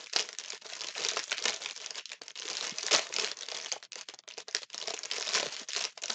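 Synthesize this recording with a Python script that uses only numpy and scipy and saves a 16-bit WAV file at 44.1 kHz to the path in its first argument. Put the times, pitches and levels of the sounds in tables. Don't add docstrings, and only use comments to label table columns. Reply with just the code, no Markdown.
import sys
import numpy as np
from scipy import signal
from scipy.fft import rfft, irfft, next_fast_len
from scipy.io import wavfile
from scipy.ndimage import uniform_filter1d

SR = 44100
rng = np.random.default_rng(int(sys.argv[2]) if len(sys.argv) > 2 else 0)


def magnitude_from_level(level_db):
    exponent = np.asarray(level_db, float) / 20
    return 10 ** exponent


def put_to_file(sound):
    columns = np.atleast_2d(sound).T
    safe = np.clip(columns, -1, 1)
    whole_steps = np.round(safe * 32767)
    wavfile.write(sys.argv[1], SR, whole_steps.astype(np.int16))


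N = 270774


def at_hz(points, hz):
    points = np.array(points)
    return np.interp(np.log(hz + 1), np.log(points[:, 0]), points[:, 1])


def shape(x, gain):
    size = next_fast_len(len(x) + SR // 8)
    hz = np.arange(size // 2 + 1) * SR / size
    return irfft(rfft(x, size) * gain(hz), size)[:len(x)]


def resonance(x, hz, width_hz):
    r = np.exp(-np.pi * width_hz / SR)
    top = [(1 - r * r) / 2, 0, (r * r - 1) / 2]
    return signal.lfilter(top, [1, -2 * r * np.cos(2 * np.pi * hz / SR), r * r], x + 1e-18)


def rms_one(x):
    return x / np.sqrt(np.mean(x ** 2) + 1e-20)


def drift(rate):
    r = np.exp(-2 * np.pi * rate / SR)
    settled = signal.lfilter([1], [1, -2 * r, r * r], rng.standard_normal(N + SR))[SR:]
    return rms_one(settled)


# [pitch_hz, level_db per Hz]
FILM = [
    (100, -26.5),
    (300, -15.5),
    (700, -6),
    (1200, -2.5),
    (2500, 0),
    (4500, 0.5),
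    (6500, 0.5),
    (9500, -12),
]


def film_colour(x):
    return shape(x, lambda hz: magnitude_from_level(at_hz(FILM, hz)))


def hiss():
    return magnitude_from_level(-78.5) * film_colour(rng.standard_normal(N))


# [pitch_hz, time to fall 60 dB in s]
ROOM = [
    (300, 0.087),
    (800, 0.13),
    (2000, 0.23),
    (5500, 0.028),
]


def room(x, places=7):
    t, edges_hz = np.arange(SR // 3) / SR, 100 * 2. ** np.arange(8)
    place = np.arange(N) / SR / 0.06
    out = 0
    for k in range(places):
        tail = 0
        for low, high in zip(edges_hz, edges_hz[1:]):
            octave = signal.butter(2, [low, high], "band", fs=SR, output="sos")
            band = signal.sosfilt(octave, rng.standard_normal(len(t)))
            tail = tail + band * magnitude_from_level(-60 * t / at_hz(ROOM, 1.0 * low))
        tail = tail * np.clip((t - 0.002) / 0.00038, 0, 1)
        here = np.sin(np.pi / 2 * np.clip((place - k) % places, 0, 2))
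        out = out + signal.fftconvolve(x * here, tail / np.sqrt(np.sum(tail ** 2)))[:N]
    return out


SWAY_DB = 4
# [pitch_hz, width_hz, level_db]
PACKET = [
    (127, 65, -10),
    (229.5, 20, -8),
    (450.6, 107, 7),
    (617, 94, 6),
    (943, 120, -6.5),
]


def packet(pushes, sway_db):
    out = 0
    for (hz, width_hz, db), sway in zip(PACKET, sway_db):
        out = out + magnitude_from_level(db + sway) * resonance(pushes, hz, width_hz)
    return out


def flex(x):
    t = np.arange(SR // 40) / SR / 0.01
    swell = (t * np.exp(-3.0 * t)) ** 2
    power = signal.fftconvolve(x ** 2, swell / swell.sum())[:N]
    return rng.standard_normal(N) * np.sqrt(np.maximum(power, 0))


# [start_s, peak level_db, pitch_hz]
KNOCKS = [(0.159, -26.5, 714), (0.654, -38.5, 476), (0.961, -35.5, 670), (1.044, -38, 616),
          (1.116, -27.5, 620), (1.168, -27, 605), (1.454, -26.5, 623), (2.214, -37, 430),
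          (2.912, -28.5, 590), (2.936, -27, 613), (2.99, -23, 620), (3.482, -41, 466), (3.518, -33, 630),
          (3.722, -32, 503), (3.76, -35, 800), (1.315, -31, 1450), (4.743, -37, 460), (3.957, -39, 460),
          (4.137, -40, 640), (4.275, -41.5, 626), (4.377, -35, 660), (4.48, -34, 600), (4.616, -42.5, 504),
          (4.877, -30, 630), (4.937, -28.5, 690), (5.18, -29.5, 630), (2.947, -23, 1050),
          (5.346, -31, 1110), (1.165, -35, 1290), (1.337, -33.5, 1530), (5.426, -22.5, 590),
          (5.458, -29, 443), (5.76, -37, 664), (5.973, -39.5, 656), (6.096, -31, 460)]
# [start_s, peak level_db, pitch_hz]
THUDS = [
    (2.715, -45.5, 167),
    (2.719, -43, 276),
    (5.437, -45, 215),
    (5.465, -42, 169),
    (5.611, -45.5, 246),
]
# [start_s, peak level_db, pitch_hz]
NUDGES = [(0.279, -48, 540), (0.385, -56, 686), (0.531, -37.5, 448), (0.723, -39.5, 625), (0.844, -37, 458),
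          (1.006, -39, 694), (1.317, -43, 640), (1.386, -49, 610), (1.414, -38.5, 420), (1.536, -39, 656),
          (2.117, -54.5, 620), (2.452, -38.5, 440), (2.587, -46, 659), (2.62, -40.5, 624),
          (2.669, -39, 630), (2.836, -38, 426), (3.1, -38.5, 413), (3.183, -31, 390), (3.234, -29.5, 440),
          (3.543, -39.5, 640), (3.761, -36, 640), (4.545, -36.5, 420), (4.904, -31.5, 620),
          (5.049, -35, 630), (5.209, -34, 630), (5.268, -34.5, 640), (5.373, -39, 614), (5.398, -28, 620),
          (5.807, -35.5, 634), (3.731, -33, 525), (4.823, -37, 600), (5.485, -42.5, 494), (1.19, -38, 910)]


def knocks():
    out, t = np.zeros(N + 2000), np.arange(2000) / SR
    flexes = KNOCKS + THUDS + NUDGES
    for (s, db, hz), noise in zip(flexes, rng.standard_normal((len(flexes), 2000 + len(PACKET)))):
        push = noise[:2000] * (1 - np.exp(-t / 0.0028)) * np.exp(-t / 0.0032)
        bump = resonance(resonance(push, hz, 0.31 * hz + 50), hz, 0.22 * hz + 90)
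        if 350 < hz < 1000:
            bump = bump + 0.31 * packet(push, SWAY_DB * noise[2000:])
        at = int(s * SR)
        out[at:at + 2000] += magnitude_from_level(db + 9) * bump / np.abs(bump).max()
    return out[:N]


# [hardest press start_s, crackle level_db, build_up_s, release_s]
SQUEEZES = [(0.018, -46.5, 0.6, 0.034), (0.191, -38, 0.18, 0.12), (.43, -54, 0.18, 0.14),
            (.54, -49.5, 0.15, 0.061), (.72, -55, 0.031, 0.89), (0.871, -43, 0.62, 0.12),
            (1.056, -38.5, 0.38, 0.53), (1.375, -42.5, 0.015, 0.19), (1.487, -37, 0.2, 0.038),
            (1.666, -47, 0.38, 0.11), (1.85, -47, 1, 0.12), (1.986, -41.5, 0.094, 0.029),
            (2.129, -50.5, 0.073, 0.017), (2.26, -56.5, 0.035, .1), (2.5, -47.5, 0.32, 0.16),
            (2.661, -37, 0.23, 0.13), (2.87, -42, 0.3, 0.079), (2.948, -25, 0.066, 0.087),
            (3.242, -36, 0.22, 0.12), (3.56, -47.5, 0.39, 0.32), (3.734, -45.5, 0.65, 0.13),
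            (3.841, -55.5, .055, 0.082), (3.977, -45.5, 0.015, 0.15), (4.397, -49, 0.039, 0.12),
            (4.566, -46, 0.051, 0.25), (4.88, -48.5, 0.3, 0.45), (5.15, -40.5, 0.09, 0.89),
            (5.352, -30, 0.046, 0.23), (5.8, -38, 0.23, 0.19), (6.121, -40, 0.093, 0.19)]


def grip(t):
    s, db, build, release = np.transpose(SQUEEZES)[:, :, None]
    away = np.maximum((s - t) / build, (t - s) / release)
    fall_db, rest_db = 21.5, -98
    return 10 * np.log10(np.sum(magnitude_from_level(db - fall_db * away) ** 2, axis=0) + magnitude_from_level(rest_db) ** 2)


def crackle():
    sizes = magnitude_from_level(4.2 * np.minimum(rng.exponential(1, N), 3)) * rng.choice([-1, 1], N)
    born = rng.random(N) < 1700 * magnitude_from_level(5.5 * drift(40)) / SR
    slips = sizes * born
    facets_hz, dealt = np.geomspace(900, 8500, 20), rng.integers(0, 20, N)
    rings = 0
    for k, hz in enumerate(facets_hz):
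        patch = magnitude_from_level(3.5 * drift(4.8))
        rings = rings + patch * resonance(slips * (dealt == k), hz, 0.081 * hz)
    coarse = np.arange(0, N, 40)
    db = np.interp(np.arange(N), coarse, grip(coarse / SR))
    return magnitude_from_level(db + 12.0) * rms_one(rings + 0.27 * slips)


# [start_s, peak level_db]
LESSER = [(0.042, -31.0), (0.0608, -33.5), (0.0692, -29.5), (0.0971, -21.0), (0.1286, -31),
          (0.1537, -29), (0.2245, -27.0), (0.3293, -28.0), (0.349, -32.5), (0.3981, -27.5),
          (0.4042, -32.0), (0.4113, -32.5), (0.438, -29.5), (0.4472, -29.0), (0.4593, -30.0),
          (0.4795, -31.5), (0.4832, -30.5), (0.49, -33.5), (0.5313, -31.5), (0.5462, -30.0),
          (0.5546, -31.5), (0.5768, -30.5), (0.6141, -30), (0.6228, -38.0), (0.6652, -31.0),
          (0.6996, -30.0), (0.7239, -31.0), (0.7521, -28.0), (0.792, -34.0), (0.7973, -31.0),
          (0.8692, -27.5), (0.872, -29.0), (0.9515, -27.0), (1.0228, -25.5), (1.1025, -24.5),
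          (1.1434, -27.0), (1.233, -28.5), (1.2387, -23.0), (1.2793, -31.5), (1.2956, -29.5),
          (1.3892, -27.0), (1.5219, -26.0), (1.539, -26.0), (1.6188, -28.0), (1.6267, -28.5),
          (1.6366, -27.5), (1.6467, -28.5), (1.6888, -28.5), (1.698, -27.0), (1.7626, -28.5),
          (1.7762, -29.0), (1.8012, -32.0), (1.8154, -31.0), (1.8438, -29.0), (1.8697, -32.0),
          (1.9463, -33.5), (1.9822, -28.5), (1.9874, -26.5), (1.9952, -28.0), (2.0089, -35.5),
          (2.0927, -32.0), (2.0994, -34.0), (2.1317, -27.5), (2.2176, -26.5), (2.234, -33.5),
                 (2.2994, -36.0), (2.3054, -31.5), (2.3151, -38.5), (2.3555, -28.5), (2.3605, -30.5),
                 (2.3748, -30.0), (2.3858, -33.0), (2.3895, -27.0), (2.4058, -33.0), (2.4166, -32.0),
                 (2.4303, -28.0), (2.4534, -27.0), (2.4615, -31.5), (2.4679, -29.5), (2.5093, -26.5),
                 (2.5144, -28.0), (2.5378, -27.5), (2.6039, -27.5), (2.6261, -25.5), (2.6419, -26.0),
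                 (2.6658, -24.0), (2.7074, -27.0), (2.776, -30.5), (2.7942, -26.5), (2.811, -26.5),
                 (2.835, -26.5), (2.8761, -24.5), (3.0683, -26.0), (3.0906, -31.5), (3.2222, -23.5),
                 (3.2603, -25.0), (3.2845, -26.5), (3.3703, -28.5), (3.3886, -30.0), (3.409, -26.0),
                 (3.4223, -27.5), (3.4568, -35.5), (3.4633, -32.5), (3.5012, -29.5), (3.5202, -27.0),
                 (3.545, -27.0), (3.5518, -27.5), (3.586, -29.0), (3.5999, -28.0), (3.6132, -28.5),
                 (3.6237, -32.5), (3.667, -27.5), (3.7314, -26.5), (3.8267, -30.0), (3.8361, -35.0),
                 (3.8502, -36.0), (3.92, -28.0), (3.9888, -29.0), (4.0109, -26.5), (4.015, -29.0),
          (4.0975, -28.5), (4.1387, -33), (4.1444, -34), (4.1889, -32.0), (4.237, -30),
               (4.2775, -29.5), (4.2871, -29.0), (4.3029, -32.5), (4.3101, -31.5), (4.3209, -34.0),
               (4.3381, -36.0), (4.3721, -35.5), (4.3791, -27.5), (4.3837, -26.5), (4.4029, -29.0),
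               (4.4874, -30.5), (4.5107, -34), (4.5264, -33.5), (4.5564, -29.0), (4.6196, -32.5),
               (4.6317, -25.0), (4.701, -33.0), (4.7309, -31.0), (4.7384, -32.5), (4.7499, -31.0),
               (4.7586, -34.0), (4.7869, -31.0), (4.8006, -27.5), (4.8388, -30.5), (4.8926, -27.0),
               (4.9018, -26.5), (4.9656, -29.0), (4.976, -28.5), (5.0374, -28.0), (5.1018, -28.5),
               (5.1429, -28.0), (5.1581, -29.0), (5.1634, -28.0), (5.2507, -29.5), (5.2646, -26.5),
               (5.3192, -26.5), (5.4862, -28.0), (5.5258, -30.0), (5.5379, -30.5), (5.5438, -30.5),
               (5.5513, -31.5), (5.5921, -24.0), (5.5957, -27.5), (5.614, -32.5), (5.6317, -36.5),
               (5.6775, -26), (5.6925, -28.5), (5.7178, -26.5), (5.7441, -26.0), (5.7725, -23.5),
               (5.8067, -25.5), (5.9762, -26.5), (6.0185, -30), (6.0229, -28.0), (6.099, -21)]


def small_creases():
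    rows = LESSER
    return [(s, db - 1.1, rng.uniform(2240, 6530)) for s, db in rows]


# [start_s, peak level_db, facet pitch_hz]
ROLLING = [(0.1337, -19.0, 4690.0), (0.1617, -10.5, 4180.0), (0.1661, -18.0, 4440.0),
           (0.1768, -28.0, 4440.0), (0.1879, -17.0, 2710.0), (0.1939, -15.5, 3320.0),
           (0.1996, -21.0, 6370.0), (0.2039, -20.0, 3920.0), (0.2099, -23.0, 6760.0),
           (0.2889, -25.0, 2410.0), (0.3861, -20.5, 6460.0), (0.5032, -23.0, 5040.0),
           (0.5212, -26.5, 4010.0), (0.7339, -27.5, 3400.0), (0.8082, -25.0, 4520.0),
           (0.8163, -24.5, 5170.0), (0.8363, -26.5, 1810.0), (0.8443, -25.5, 3100.0),
           (0.8857, -23.5, 4180.0), (0.9795, -22.0, 4050.0), (0.9976, -26.5, 5560.0),
           (1.0051, -25.5, 4260.0), (1.0179, -25.5, 4650.0), (1.0375, -19.0, 5210.0),
           (1.0426, -26.0, 5680.0), (1.0485, -15.5, 4780.0), (1.0654, -19.0, 4050.0),
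           (1.0863, -16.0, 6290.0), (1.0914, -24.0, 4820.0), (1.1129, -27.0, 5730.0),
           (1.1345, -24.0, 5680.0), (1.1621, -20.5, 4820.0), (1.1696, -18.0, 1030.0),
           (1.1725, -19.5, 1810.0), (1.1918, -20.0, 4650.0), (1.1983, -25.5, 1810.0),
           (1.3095, -23.0, 6420.0), (1.3176, -14.5, 1420.0), (1.3267, -15.0, 3270.0),
           (1.3813, -20.5, 2840.0), (1.4238, -23.5, 5300.0), (1.4396, -22.0, 5680.0),
           (1.4546, -14.5, 5300.0), (1.4572, -13.0, 2760.0), (1.478, -19.5, 4650.0),
           (1.4817, -13.0, 3530.0), (1.4897, -23.5, 4130.0), (1.4949, -20.0, 4650.0),
           (1.5056, -22.0, 4610.0), (1.5311, -27.0, 3060.0), (1.5431, -25.5, 5340.0),
           (1.5618, -27.0, 5340.0), (1.6594, -19.0, 3140.0)]
# [start_s, peak level_db, facet pitch_hz]
FLIPPING = [(1.7095, -23.0, 2410.0), (1.861, -22.5, 5680.0), (1.9065, -23.0, 5080.0),
            (1.9558, -27.0, 4740.0), (2.0561, -26.0, 3700.0), (2.1178, -23.5, 2370.0),
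            (2.2811, -27.0, 6200.0), (2.3973, -25.5, 6370.0), (2.421, -27.0, 3230.0),
            (2.4794, -25.0, 3830.0), (2.4857, -24.5, 5300.0), (2.5, -21.5, 4690.0), (2.5049, -25.5, 5430.0),
            (2.531, -26.5, 4690.0), (2.5523, -25.0, 2410.0), (2.569, -20.5, 4610.0),
            (2.5757, -26.0, 4180.0), (2.5821, -25.0, 4130.0), (2.6098, -21.0, 4050.0),
            (2.6508, -22.5, 6630.0), (2.6696, -23.5, 6550.0), (2.6772, -26.0, 3960.0),
            (2.6946, -24.5, 5510.0), (2.7841, -20.5, 5510.0), (2.8081, -29.0, 5000.0),
            (2.8301, -20.0, 5560.0), (2.8647, -17.0, 5560.0), (2.8831, -21.0, 1810.0),
            (2.9105, -17.5, 3100.0), (2.9154, -20.5, 4220.0), (2.9183, -9.0, 3400.0),
            (2.9292, -14.5, 4910.0), (2.9318, -15.0, 3100.0), (2.9383, -11.0, 2710.0),
            (2.9429, -17.0, 3230.0), (2.948, -9.0, 4130.0), (2.9549, -15.5, 2970.0),
            (2.9614, -14.0, 6030.0), (2.9786, -20.5, 6590.0), (2.9843, -21.5, 3570.0),
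            (2.9928, -17.0, 2540.0), (3.1256, -26.5, 2200.0), (3.1398, -20.0, 6890.0),
            (3.1635, -15.5, 4650.0), (3.1673, -28.0, 6290.0), (3.1849, -17.0, 2540.0),
            (3.1957, -20.5, 4780.0), (3.1983, -16.0, 5560.0), (3.2112, -23.5, 5470.0),
            (3.2451, -17.5, 4130.0), (3.2654, -24.5, 5080.0), (3.2738, -24.0, 2540.0)]
# [start_s, peak level_db, facet pitch_hz]
PICKING = [(3.315, -21.5, 5640.0), (3.4319, -26.0, 3700.0), (3.4857, -21.0, 4650.0), (3.516, -24.5, 4650.0),
           (3.5477, -25.5, 4910.0), (3.5666, -26.5, 3270.0), (3.5725, -26.5, 5380.0),
           (3.6462, -27.0, 5470.0), (3.6599, -24.5, 3140.0), (3.7174, -18.0, 4610.0),
           (3.7235, -18.0, 6420.0), (3.9308, -28.5, 5300.0), (3.9565, -24.5, 2630.0),
           (4.0869, -25.0, 5000.0), (4.4829, -29.5, 4610.0), (4.5482, -10.0, 5040.0),
           (4.5659, -22.0, 5080.0)]
# [start_s, peak level_db, facet pitch_hz]
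PULLING = [(4.7441, -25.5, 6370.0), (4.7789, -23.0, 5380.0), (4.8139, -26.0, 3400.0),
           (4.8258, -25.0, 3920.0), (4.8742, -22.0, 5250.0), (4.8813, -19.5, 4610.0),
           (4.9055, -22.0, 4130.0), (4.938, -25.0, 3360.0), (4.9423, -24.0, 6550.0),
           (4.9897, -24.5, 6760.0), (5.0328, -26.0, 5300.0), (5.0514, -27.0, 3700.0),
           (5.0557, -22.5, 6720.0), (5.1132, -16.5, 4870.0), (5.1207, -24.5, 5430.0),
           (5.1344, -23.5, 5470.0), (5.1826, -24.0, 5170.0), (5.1988, -24.5, 4480.0),
           (5.209, -22.5, 4390.0), (5.2184, -25.5, 5900.0), (5.2256, -20.5, 4870.0),
           (5.2707, -23.5, 4870.0), (5.2787, -22.0, 3570.0), (5.29, -20.0, 4570.0), (5.3083, -26.0, 2580.0),
           (5.3347, -20.5, 5300.0), (5.342, -18.5, 5380.0), (5.3487, -16.0, 4740.0),
           (5.3512, -19.5, 1250.0), (5.3583, -24.0, 5300.0), (5.3776, -19.0, 1770.0),
           (5.3874, -23.0, 3270.0), (5.398, -17.5, 2800.0), (5.4028, -21.5, 4950.0),
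           (5.4089, -24.5, 6160.0), (5.4292, -19.5, 2500.0), (5.4588, -28.5, 3230.0),
           (5.466, -22.5, 2930.0), (5.5651, -26.0, 4870.0), (5.686, -15.0, 6160.0), (5.705, -26.0, 3140.0),
           (5.7327, -18.0, 5040.0), (5.7497, -23.0, 3790.0), (5.7629, -16.5, 4520.0),
           (5.7677, -23.0, 5340.0), (5.7795, -25.5, 7020.0), (5.7917, -22.5, 4220.0),
           (5.8108, -21.0, 5300.0), (5.8238, -27.0, 6850.0), (5.8397, -20.0, 4010.0),
           (5.8446, -22.0, 1770.0), (5.8509, -18.0, 5170.0), (6.0358, -22.5, 6200.0),
           (6.0388, -23.0, 2330.0), (6.0575, -22.5, 5510.0), (6.0814, -25.5, 5470.0),
           (6.1018, -16.0, 4050.0), (6.1312, -26.0, 6330.0)]


def snaps():
    film, spread = np.zeros(N + 900), np.zeros(N + 900)
    t = np.arange(600) / SR - 0.003
    creases = ROLLING + FLIPPING + PICKING + PULLING + small_creases()
    chance = rng.standard_normal((len(creases), 605))
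    for (s, db, hz), (long, slow, sharp, other, share, *noise) in zip(creases, chance):
        fall_s, rise_s = 0.0009 * magnitude_from_level(3.0 * long), 0.0002 * magnitude_from_level(4.0 * slow)
        burst = np.exp(np.minimum(t / rise_s, -t / fall_s))
        skirt = 0.14 * np.exp(np.minimum(3.5 * t, -t) / 0.004)
        volley = np.array(noise) * (burst + skirt)
        volley[np.argmax(t >= 0)] += 2.28 * np.sign(other)

        bright = min(hz / 2600, 1)
        ring = resonance(volley, hz, (0.14 * hz + 150) * magnitude_from_level(3.2 * sharp))
        next_hz = np.clip(3000 * magnitude_from_level(3.5 * other), 1200, 7000)
        ring = ring + magnitude_from_level(-7.0 + 2.2 * share) * resonance(volley, next_hz, 0.23 * next_hz)
        thin = signal.lfilter(*signal.butter(2, 0.24 * hz, "high", fs=SR), volley)
        snap = 0.62 * magnitude_from_level(-2.5 * sharp) * bright * thin + 1.7 * ring

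        power = uniform_filter1d(snap ** 2, size=60)
        gain = magnitude_from_level(db + 5.5) / np.sqrt(power.max())
        at = max(int((s + 0.001) * SR) - power.argmax(), 0)
        film[at:at + 600] += gain * snap
        spread[at:at + 600] += gain * (1.006 * bright * volley + 0.59 * ring)
    return film[:N], spread[:N]


def scene():
    (snap, spread), fine = snaps(), crackle()
    sway_db = [SWAY_DB * drift(15) for mode in PACKET]
    pushes = magnitude_from_level(-11.5) * flex(spread) + magnitude_from_level(-2.5) * fine
    body = packet(pushes, sway_db) + knocks()
    near = film_colour(snap + fine) + body
    reflected = magnitude_from_level(-13) * room(film_colour(spread + fine) + body)
    return (near + reflected + hiss())[None]


# [start_s, end_s, treble level_db, bass level_db]
SHUT = [(0.068, 0.128, -10, -53), (0.35, 0.377, -6, -12), (0.57, 0.62, -13.5, -28), (0.904, 0.953, -3, -13),
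        (1.362, 1.38, 7.5, -41), (1.729, 1.763, -4, -26), (2.025, 2.105, -0.5, -44),
        (2.189, 2.215, -19, -14), (2.31, 2.358, -8.5, -15), (3.684, 3.719, -4.5, -29),
        (3.772, 3.828, -8.5, -9), (3.862, 3.916, -22, -21), (4.032, 4.083, -12.5, -32),
        (4.15, 4.183, -9, -10), (4.203, 4.228, -27, -22), (4.222, 4.275, -25, -7), (4.425, 4.474, -17, -32),
        (4.637, 4.7, -17.5, -35), (5.64, 5.69, -15.5, -17), (5.914, 5.975, -11, -19),
        (0.621, 0.647, -19, -12), (0.664, 0.691, -4.5, -5), (1.231, 1.278, -5.5, -14.5),
        (3.33, 3.367, -7.5, -6), (5.692, 5.759, -2, -12.5), (5.992, 6.02, -8, -6),
        (5.886, 5.921, -2, -10.5), (4.584, 4.62, -6.5, -23), (1.083, 1.132, 2.5, -7.5)]


def suppress(x, split_hz=1300):
    t, treble_db, bass_db = np.arange(N) / SR, np.zeros(N), np.zeros(N)
    for start, end, treble, bass in SHUT:
        closed = np.clip((t - start) / 0.02, 0, 1) * np.clip((end - t) / 0.0043, 0, 1)
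        treble_db, bass_db = treble_db + treble * closed, bass_db + bass * closed
    low = shape(x, lambda hz: 1 / (1 + (hz / split_hz) ** 8))
    return magnitude_from_level(bass_db) * low + magnitude_from_level(treble_db) * (x - low)


# [pitch_hz, level_db]
MICROPHONE = [
    (3710, -9.5),
    (6300, -9),
    (7140, -8),
    (8950, -27.5),
    (11600, -72),
    (19700, -120),
]


def band_edge(x):
    return shape(x, lambda hz: magnitude_from_level(at_hz(MICROPHONE, hz)) * (1 - np.exp(-((hz - 8000) / 45) ** 2)))


def band_limit(x):
    return signal.sosfilt(signal.butter(12, 9100, fs=SR, output="sos"), x)


def record(dry):
    rumble = magnitude_from_level(-75 + 3.8 * drift(7.2)) * rms_one(resonance(rng.standard_normal(N), 110, 160))
    x = suppress(dry[0]) + rumble
    x = signal.sosfilt(signal.cheby2(6, 21, 105, "high", fs=SR, output="sos"), x)
    residue = magnitude_from_level(-104) * rng.standard_normal(N)
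    mix = (band_edge(x) + residue)[None]
    return band_limit(mix)


dry = scene()
out = record(dry)
put_to_file(out)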